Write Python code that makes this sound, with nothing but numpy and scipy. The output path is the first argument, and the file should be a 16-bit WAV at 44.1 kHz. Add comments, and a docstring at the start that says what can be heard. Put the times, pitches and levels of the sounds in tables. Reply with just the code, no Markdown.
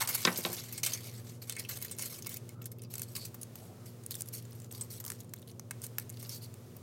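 """A loose sheet of aluminium foil is lifted, with knocks on the wooden table at the start, and rings on as it moves.
It is laid on the table; then a small piece is pressed round cardboard and ticks drily, with squeaks and scuffs.
Snaps are bursts of tiny slips through a facet resonance; rustle is ticking noise that also lights up the sheet.
Knocks are noise cracks plus decaying table modes. Throughout, ventilation hums: steady sines in a low rush of
shaped noise. A thin hiss of brighter noise lies over everything and dips briefly now and then."""
import sys
import numpy as np
from scipy import signal
from scipy.fft import rfft, irfft, next_fast_len
from scipy.io import wavfile

SR = 44100
rng = np.random.default_rng(int(sys.argv[2]) if len(sys.argv) > 2 else 0)


def master(y):
    """Save y as 16-bit WAV."""
    cut = np.clip(np.atleast_2d(y).T, -1, 1)
    pcm = np.round(cut * 32767)  # scale
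    wavfile.write(sys.argv[1], SR, pcm.astype(np.int16))


N = 300760

# The loudest creases buckling; snaps() trims the levels and scales the decay:
# start_s, level_db, decay_t60_s, facet_pitch_hz, body_db (low part against the bright part)
CREASES = [(.01, -36, .089, 13300, 1), (0.022, -34.5, 0.069, 12400, 3), (.0747, -27, 0.041, 8600, -6.5),
           (0.0894, -28, 0.13, 13100, -4.5), (0.147, -25.5, 0.044, 14100, -18),
           (.15, -23, 0.058, 11400, -8), (0.374, -29.5, 0.14, 13000, -27), (0.5294, -31, 0.066, 12100, -13),
           (.7253, -34.5, 0.075, 13800, -21), (0.7782, -32.5, 0.05, 8300, -13),
           (0.8323, -25, 0.049, 6400, -14.5), (.849, -26.5, 0.036, 8050, -31),
           (0.8622, -24, .07, 8360, -16.5), (.9213, -33.5, 0.032, 4650, -9),
           (0.9347, -25, 0.033, 6400, -29), (1.4966, -24.5, 0.015, 8460, -17.5),
           (1.5234, -32.5, 0.021, 8650, -15), (1.565, -37.5, 0.04, 8400, -3.5),
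           (1.595, -30, .032, 10600, -28), (1.6905, -36, 0.18, 12400, -12.5),
           (1.8158, -38, .038, 10600, -11), (1.8243, -30.5, 0.046, 12400, -20),
           (1.8475, -33.5, .049, 13400, -13.5), (1.9118, -35, 0.091, 8700, -15.5),
           (1.9854, -32.5, 0.032, 8900, -18), (1.9936, -31.5, .026, 6700, -6.5),
           (2.0227, -27.5, .025, 9470, -18), (2.057, -34, 0.045, 11300, -23),
           (2.223, -38.5, 0.04, 6320, -28), (2.2629, -36, 0.012, 5440, -2),
           (2.2681, -28.5, 0.03, 14600, -15), (2.2925, -35, 0.043, 14900, -29),
           (2.3423, -30.5, 0.016, 13100, -15), (2.3696, -33, 0.021, 13600, -36),
           (2.492, -36.5, 0.01, 11100, -10.5), (2.619, -43, .041, 13200, -16),
           (2.6566, -34.5, 0.053, 11600, -21), (2.7166, -41.5, 0.05, 11700, -19),
           (2.8188, -43.5, .038, 9200, -15), (2.836, -47, 0.022, 10000, -23),
           (2.9389, -30.5, 0.022, 12500, -13), (2.9544, -31.5, .024, 8100, -15),
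           (2.981, -32, 0.02, 13500, -19), (2.9952, -33, .027, 8850, -15), (3.0187, -25, 0.013, 13000, -16),
           (3.1523, -35, .04, 5000, -11), (3.163, -33.5, .05, 4530, -13), (3.3438, -40.5, 0.051, 13800, -4),
           (3.4137, -40, 0.093, 10400, -33), (3.4312, -31, 0.018, 9300, -27),
           (3.5558, -37, 0.022, 13000, -8), (4.0632, -28.5, .012, 9700, -28),
           (4.109, -25.5, 0.0088, 12700, -19), (4.1156, -35.5, 0.052, 4420, -19),
           (4.1423, -36.5, 0.026, 3650, -21), (4.153, -31.5, 0.028, 9400, -16),
           (4.2076, -28.5, 0.021, 8950, -19), (4.22, -22.5, .007, 8200, -36),
           (4.2863, -35.5, 0.024, 11600, -24), (4.3304, -43, 0.046, 12400, -15),
           (4.6011, -43, 0.018, 7860, -23), (4.7134, -41, 0.04, 8400, -14),
           (4.724, -36.5, .021, 12000, -22), (4.749, -38.5, .023, 4600, -22),
           (4.8104, -35, 0.075, 8300, -18), (5.0008, -36, 0.054, 12100, -12),
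           (5.0408, -37.5, .019, 8400, -8), (5.0502, -32.5, 0.019, 14700, -18),
           (5.063, -33, 0.029, 12500, -14), (5.0792, -36.5, 0.035, 6500, -14),
           (5.1018, -27, 0.016, 9700, -5), (5.119, -33.5, 0.022, 8800, -3.5),
           (5.204, -41, 0.033, 6700, -24), (5.337, -31, 0.02, 14550, -6), (5.364, -42, 0.006, 15000, -21),
           (5.596, -33.5, .013, 6400, -6), (5.7094, -31, .028, 8700, 1), (5.8182, -34, 0.011, 8300, -23),
           (5.8381, -35.5, 0.084, 9000, -13), (5.866, -33, .016, 11200, -28),
           (5.9833, -23, 0.023, 12800, -4.5), (5.9984, -30, 0.0081, 12400, -22),
           (6.0945, -35, 0.0089, 12500, -23), (6.1, -35.5, 0.021, 9100, -27),
           (6.228, -38.5, 0.026, 10700, -6.5), (6.294, -34, 0.035, 5400, -31),
           (6.541, -40, 0.0083, 8750, -13), (6.766, -43, .031, 13900, -16)]
# How the foil is held: time_s, free_sheet_ringing_db, rustle_body_db
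GRIP = [(0, -12, 9.5), (.9, 2, 8.5), (1.4, 5.5, 11), (2.0, 0, 4.5), (2.7, -2.5, -2), (3.0, -3, -28),
        (3.2, -16, -23), (3.6, -24, -4), (4.2, -23, -37), (4.8, -23, -18), (5.1, -24, -1), (6.1, -9, -10),
        (6.35, -10, -14)]
# Strokes of foil sliding under the fingers: start_s, length_s, push_level_db
SLIDE_STROKES = [(-.01, 0.031, -30.5), (0.071, 0.19, -40), (0.238, 0.095, -41.5), (0.356, 0.053, -40),
                 (0.422, 0.17, -44.5), (0.568, 0.048, -44), (0.634, 0.1, -49.5), (0.738, 0.063, -46),
                 (0.831, .1, -38), (0.938, 0.26, -48), (1.242, 0.11, -57), (1.415, 0.044, -54.5),
                 (1.469, .06, -49.5), (1.581, .035, -44.5), (1.686, 0.089, -41.5), (1.795, 0.11, -51.5),
                 (1.992, 0.084, -38.5), (2.095, 0.092, -43.5), (2.293, 0.075, -44), (2.9, 0.13, -52),
                 (3.014, 0.02, -41), (3.078, 0.16, -56), (3.149, 0.031, -36), (3.208, 0.035, -47),
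                 (3.248, 0.021, -39.5), (3.558, 0.12, -54.5), (3.855, 0.038, -48.5), (4.103, 0.11, -48),
                 (4.332, 0.046, -38.5), (4.546, 0.15, -62), (4.731, 0.12, -51.5), (4.9, 0.075, -44.5),
                 (5.058, 0.095, -51), (5.82, 0.037, -46), (5.98, 0.047, -50), (6.13, 0.064, -60),
                 (6.19, 0.094, -50), (6.288, 0.081, -42.5), (6.417, 0.04, -49)]
# Every stroke starts to slide, slows as the hand runs out of travel, and comes to rest
STROKE_ATTACK_S, STROKE_SAG_DB, STROKE_RELEASE_T60_S = 0.0055, 7.5, 0.11
# Smooth hiss of sliding, against the ticks in the rustle
SLIDING_DB = -4
# Tone of the rustle: frequency_hz, relative_level_db
RUSTLE_SPECTRUM = [(200, -55), (500, 2), (900, -8.5), (1700, -7.5), (3000, -3), (4500, 1), (8000, 1.5),
                   (10000, 2), (13000, 4.5), (16000, -1.5)]
# Tone of the ringing sheet: frequency_hz, relative_level_db
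RING_SPECTRUM = [(300, 34), (1000, 8.5), (2200, 20.5), (5000, 11.5), (9000, 3.5), (16000, -10)]
# Resonances of the crumpled sheet: frequency_hz, width_hz, boost_db
SHEET_RESONANCES = [(1110, 220, 4), (2170, 240, 7), (4400, 300, 4), (5740, 200, 2), (6480, 250, 4),
                    (8190, 350, 5), (12100, 700, 3)]
# Fingers shifting their grip: start_s, end_s, ticks_per_s, softest_tick_db
GRIP_SHIFTS = [(0, 0.602, 200, -55.5), (1.482, 2.379, 45, -61.5), (2.597, 2.931, 36, -66),
               (4.03, 4.662, 27, -62.5), (4.7, 5.021, 32, -65), (5.152, 5.52, 90, -67.5),
               (6.121, 6.402, 55, -62.5)]
# Stick and slip of a finger on the foil: start_s, length_s, pitch_hz, width_hz, level_db before the swell
FINGER_SQUEAKS = [(2.54, .11, 1310, 25, -63), (3.17, .11, 4520, 330, -51), (3.73, .16, 1310, 70, -68),
                  (4.809, .018, 8200, 120, -34), (6.29, .1, 4550, 330, -50.5), (6.405, .07, 4450, 300, -56)]
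# Cardboard backing turned in the hand: start_s, length_s, centre_hz, level_db before swell and grain
CARD_SCUFFS = [(3.138, 0.073, 1090, -63), (3.499, 0.38, 650, -64.5), (4.7, 0.2, 1000, -67.5),
               (5.02, 0.11, 1050, -61.5), (6.19, .18, 1290, -69.5)]
# Knocks on the table: start_s, crack_db, crack_hz, crack_t60_s, upper_modes_db, thud_db
TABLE_KNOCKS = [(.008, -36.5, 1020, 0.19, -42, -54), (0.2508, -15.5, 4140, 0.024, -24, -32.5),
                (0.2723, -22.5, 1660, 0.066, -25.5, -27.5), (.2905, -42, 800, 0.042, -51, -53),
                (.385, -53, 690, .1, -59, -40.5), (0.45, -27, 3280, 0.027, -31.5, -35),
                (.462, -37, 615, 0.091, -56, -50), (0.496, -54, 900, .08, -59, -41)]
# Modes of the table top: frequency_hz, level_db against the blow, decay_t60_s
TABLE_MODES = [(179, -0.5, 0.11), (242, -5, 0.2), (357.3, -1, 0.14), (491, 2, 0.043), (586, -5.5, 0.086),
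               (700, -37, 0.14), (1020, -0.5, 0.04), (1100, -1.5, 0.041), (1360, -4, 0.035),
               (1540, -12, 0.14), (1814, -5.5, 0.068), (2230, -4.5, 0.045), (3770, 4.5, 0.015)]
ROOM_T60_S = 0.36
# Fan motors: frequency_hz, level_db
FAN_HUM = [(100.5, -60), (117.75, -52), (118.36, -59.5), (240, -61), (355.3, -67.5)]
# Tone of the low rush of air: frequency_hz, relative_level_db
AIR_SPECTRUM = [(25, -102), (50, -23), (75, -15), (100, 0.5), (135, -0.5), (200, -4.5), (280, -12.5),
                (450, -9), (600, -16.5), (850, -25.5), (1250, -27.5), (1800, -41), (3000, -40.5),
                (16000, -43.5)]
# Tone of the thin hiss: frequency_hz, relative_level_db
HISS_SPECTRUM = [(600, 8), (1400, 6), (3000, 2.5), (6000, 3), (16000, 0)]
HISS_DB, HISS_DIP_EDGE_S = -62.5, 0.02
# The level of the thin hiss dips briefly: start_s, end_s, depth_db
HISS_LEVEL_DIPS = [(1.32, 1.446, 6), (2.545, 2.91, 32), (4.665, 4.72, 18), (5.22, 5.727, 7)]
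CUTOFF_HZ = 16000


def from_db(db):
    """Turn decibels into gain."""
    return 10 ** (np.asarray(db) / 20)


def rms_one(x):
    """Scale a sound to an RMS of 1."""
    return x / np.sqrt(np.mean(x ** 2) + 1e-20)


def energy_one(x):
    """Scale a sound to a total energy of 1."""
    return x / np.sqrt(np.sum(x ** 2) + 1e-20)


def in_time(rows):
    """Draw each column of a curve out to every sample."""
    s, *columns = np.transpose(rows)
    return [np.interp(np.arange(N) / SR, s, column) for column in columns]


def add(track, start_s, sound):
    """Mix a sound in at its start time."""
    at = max(0, round(start_s * SR))
    track[at:at + len(sound)] += sound[:N - at]


def band(x, low_hz, high_hz):
    """Keep the band between two frequencies."""
    edges_hz = [low_hz, min(high_hz, 0.45 * SR)]
    return signal.sosfilt(signal.butter(2, edges_hz, "band", fs=SR, output="sos"), x)


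def resonate(x, hz, width_hz):
    """Ring one resonance with gain 1 on top."""
    r = np.exp(-np.pi * width_hz / SR)
    feed = np.array([1, 0, -1]) * (1 - r * r) / 2
    feedback = [1, -2 * r * np.cos(2 * np.pi * hz / SR), r * r]
    return signal.lfilter(feed, feedback, x + 1e-18)


def colour(x, spectrum):
    """Give a sound a smooth spectrum, drawn over log frequency."""
    size = next_fast_len(len(x))
    hz, db = np.transpose(spectrum)
    grid_hz = np.arange(size // 2 + 1) * SR / size
    gain = from_db(np.interp(np.log(grid_hz + 1), np.log(hz), db))
    return irfft(rfft(x, size) * gain, size)[:len(x)]


def drift(rate_hz):
    """Wander slowly at random with an RMS of 1."""
    step = 40   # samples between drawn points
    r = np.exp(-2 * np.pi * step * rate_hz / SR)
    slow = signal.lfilter([1], [1, -2 * r, r * r], rng.standard_normal(N // step + 2002))
    slow = slow[2000:]   # let the filter settle first
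    return np.interp(np.arange(N) / step, np.arange(len(slow)), rms_one(slow))


def decay(t, t60):
    """Fall by 60 dB over t60 seconds."""
    return np.exp(-np.log(1000) * t / t60)


def tail(t60):
    """Half a second of noise that dies away."""
    t = np.arange(SR // 2) / SR
    return rng.standard_normal(len(t)) * decay(t, t60)


def snaps(level_db, body_db, facet_db, facet_width_hz, uneven_db, stretch, edge_hz, first_db):
    """A crease gives way with a jerk and an avalanche of tiny slips, which ring its facet and shake the backing."""
    out, t = np.zeros(N), np.arange(SR // 8) / SR
    for s, db, t60, hz, low_db in CREASES:
        jolts = np.interp(t, t[::24], rng.standard_normal(len(t[::24])))
        slips = rng.standard_normal(len(t)) * from_db(uneven_db * jolts) * decay(t, t60 * stretch)
        slips[0] += from_db(first_db)   # the jerk
        bright = band(slips, edge_hz, 16400) + from_db(facet_db) * resonate(slips, hz, facet_width_hz)
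        # the backing has a resonance of its own
        body = band(slips, 760, 2380) + from_db(-11) * resonate(slips, 1174, 180)
        # a longer avalanche carries more energy
        size = from_db(db + level_db) * np.sqrt(t60 * SR / np.log(1e6))
        add(out, s, size * (energy_one(bright) - from_db(low_db + body_db) * energy_one(body)))
    return out


def stray_ticks(spread_db, t60, facet_db):
    """Under a shifting grip small wrinkles flip at random, each with a pitch of its own."""
    out = np.zeros(N)
    for start, end, per_s, db in GRIP_SHIFTS:
        for when, pitch, size in rng.random((int(per_s * (end - start)), 3)):
            slips = tail(t60)[:SR // 50]
            facet = resonate(slips, 3000 + 10000 * pitch, 600)
            tick = band(slips, 2000, 17000) + from_db(facet_db) * facet
            # squaring the size makes loud ticks rare
            add(out, start + when * (end - start), from_db(db + spread_db * size ** 2) * rms_one(tick))
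    return out


def sheet_colour(x):
    """The sheet's resonances lift their bands one after another."""
    for hz, width_hz, db in SHEET_RESONANCES:
        x = x + (from_db(db) - 1) * resonate(x, hz, width_hz)
    return x


def sheet_ring(x, t60):
    """The free sheet has so many modes that it rings as a short metallic wash."""
    wash = energy_one(sheet_colour(colour(tail(t60), RING_SPECTRUM)))
    return signal.fftconvolve(x, wash)[:N]


def sliding():
    """Each stroke rises quickly, sags while it lasts and dies away; overlapping strokes add in power."""
    power = np.zeros(N)
    for s, length, db in SLIDE_STROKES:
        t = np.arange(int((length + 2 * STROKE_RELEASE_T60_S) * SR)) / SR
        attack = np.minimum(t / STROKE_ATTACK_S, 1)
        sag_db = STROKE_SAG_DB * np.minimum(t / length, 1)
        release = decay(np.maximum(t - length, 0), STROKE_RELEASE_T60_S)
        add(power, s, (from_db(db - sag_db) * attack * release) ** 2)
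    return np.sqrt(power)


def rustle(body_db, per_s, smooth_db, clump_db):
    """Countless tiny wrinkles tick in clumps, each on a facet of its own, over the hiss of sliding."""
    born = rng.random(N) < per_s * from_db(clump_db * drift(40)) / SR
    ticks = born * rng.choice([-1, 1], N)
    facets_hz = np.linspace(1200, 15500, 18)
    dealt = rng.integers(0, len(facets_hz), N)   # which facet each tick strikes
    grains = sum(resonate(ticks * (dealt == k), hz, 2250) for k, hz in enumerate(facets_hz))
    foil = rms_one(grains) + rms_one(ticks) + from_db(smooth_db) * rng.standard_normal(N)
    foil = rms_one(sheet_colour(colour(foil, RUSTLE_SPECTRUM)))
    low = signal.sosfilt(signal.butter(1, 2500, fs=SR, output="sos"), foil)
    return sliding() * (foil + (from_db(body_db) - 1) * low)


def flexing(x, patch_db, patch_s, patch_hz):
    """As the foil bends its facets change shape, so resonances come and go all over the spectrum."""
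    size = 256   # window in samples, hopping by half
    _, _, frames = signal.stft(x, nperseg=size)
    field = rng.standard_normal(frames.shape)
    # smooth the random gains along time, then along frequency
    time_pole = np.exp(-size / 2 / SR / patch_s)
    pitch_pole = np.exp(-SR / size / patch_hz)
    field = signal.filtfilt([1], [1, -time_pole], field, axis=1, padtype="even")
    field = signal.filtfilt([1], [1, -pitch_pole], field, axis=0, padtype="even")
    gain = rms_one(from_db(patch_db * np.tanh(rms_one(field) / 2) * 2))
    return signal.istft(frames * gain, nperseg=size)[1][:N]


def squeaks():
    """A finger that sticks and slips keeps one resonance singing for a moment."""
    out = np.zeros(N)
    for s, length, hz, width_hz, db in FINGER_SQUEAKS:
        count = int(length * SR)
        song = rms_one(resonate(rng.standard_normal(count), hz, width_hz))
        add(out, s, from_db(db) * np.sqrt(np.hanning(count)) * song)
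    return out


def scuffs(grain_db, width_share):
    """Cardboard dragging under the fingers gives a dull, grainy swell."""
    out = np.zeros(N)
    for s, length, hz, db in CARD_SCUFFS:
        count = int(length * SR)
        drag = band(rng.standard_normal(count), hz / (1 + width_share), hz * (1 + width_share))
        add(out, s, from_db(db) * np.sqrt(np.hanning(count)) * rms_one(drag))
    return out * from_db(grain_db * drift(60))


def knocks(thud_top_hz, boom_db, boom_t60):
    """Each contact cracks and rings the table top; a heavy one brings out the low modes and a dull boom."""
    out, t = np.zeros(N), np.arange(SR // 2) / SR
    for s, crack_db, crack_hz, crack_t60, upper_db, thud_db in TABLE_KNOCKS:
        crack = energy_one(band(tail(crack_t60), crack_hz * 0.69, crack_hz * 1.4))
        boom = rms_one(band(tail(boom_t60), 150, 960))
        # a longer crack carries more energy
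        sound = from_db(crack_db) * np.sqrt(crack_t60 * SR / np.log(1e6)) * crack
        sound = sound + from_db(thud_db + boom_db) * boom
        for k, (hz, db, t60) in enumerate(TABLE_MODES):
            blow_db = thud_db if hz < thud_top_hz else upper_db
            mode = (-1) ** k * np.sin(2 * np.pi * hz * t) * decay(t, t60)   # polarity alternates
            sound = sound + from_db(db + blow_db) * mode
        add(out, s, sound)
    return out


def room(x, wet_db, dull_hz):
    """A faint, dull room tail follows the direct sound after 5 ms."""
    echo = energy_one(band(tail(ROOM_T60_S), 120, dull_hz))
    echo = np.pad(echo, (SR // 200, 0))
    return x + from_db(wet_db) * signal.fftconvolve(x, echo)[:N]


def ventilation(air_db, swell_s):
    """Fan motors at slightly different speeds beat slowly in a low rush of air."""
    t = np.arange(N) / SR - swell_s   # all motors are in phase at swell_s
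    hum = sum(from_db(db) * np.sqrt(2) * np.cos(2 * np.pi * hz * t) for hz, db in FAN_HUM)
    air = from_db(air_db) * rms_one(colour(rng.standard_normal(N), AIR_SPECTRUM))
    return hum + air


def thin_hiss():
    """Steady shaped noise whose level dips briefly, with short ramps in and out."""
    t, level_db = np.arange(N) / SR, HISS_DB
    for start, end, depth_db in HISS_LEVEL_DIPS:
        dip = np.clip(np.minimum(t - start, end - t) / HISS_DIP_EDGE_S, 0, 1)
        level_db = level_db - depth_db * dip
    return from_db(level_db) * rms_one(colour(rng.standard_normal(N), HISS_SPECTRUM))


def scene():
    """Foil and knocks close by, ventilation behind, a thin hiss over all."""
    free_db, body_db = in_time(GRIP)
    creases = snaps(level_db=-2.0, body_db=-6.0, facet_db=10.0, facet_width_hz=587,
                    uneven_db=1.5, stretch=0.83, edge_hz=5240, first_db=5.5)
    creases = creases + stray_ticks(spread_db=6, t60=0.022, facet_db=16)
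    wash = sheet_ring(creases * from_db(free_db), t60=0.071)
    wash = wash + rustle(body_db, per_s=2500, smooth_db=SLIDING_DB, clump_db=6)
    moving = flexing(wash, patch_db=4.5, patch_s=0.0077, patch_hz=150)
    foil = creases + squeaks() + scuffs(grain_db=3.0, width_share=0.18) + moving
    blows = knocks(thud_top_hz=800, boom_db=-23.0, boom_t60=0.32)
    blows = band(blows, 95, 16000)   # a table top radiates little deep bass
    close = room(foil + blows, wet_db=-23.5, dull_hz=6000)
    return (close + ventilation(air_db=-53.5, swell_s=1.2) + thin_hiss())[None]


def record(dry):
    """Cut the top steeply above CUTOFF_HZ."""
    return signal.sosfilt(signal.ellip(10, 0.2, 70, CUTOFF_HZ, fs=SR, output="sos"), dry)


dry = scene()
out = record(dry)
master(out)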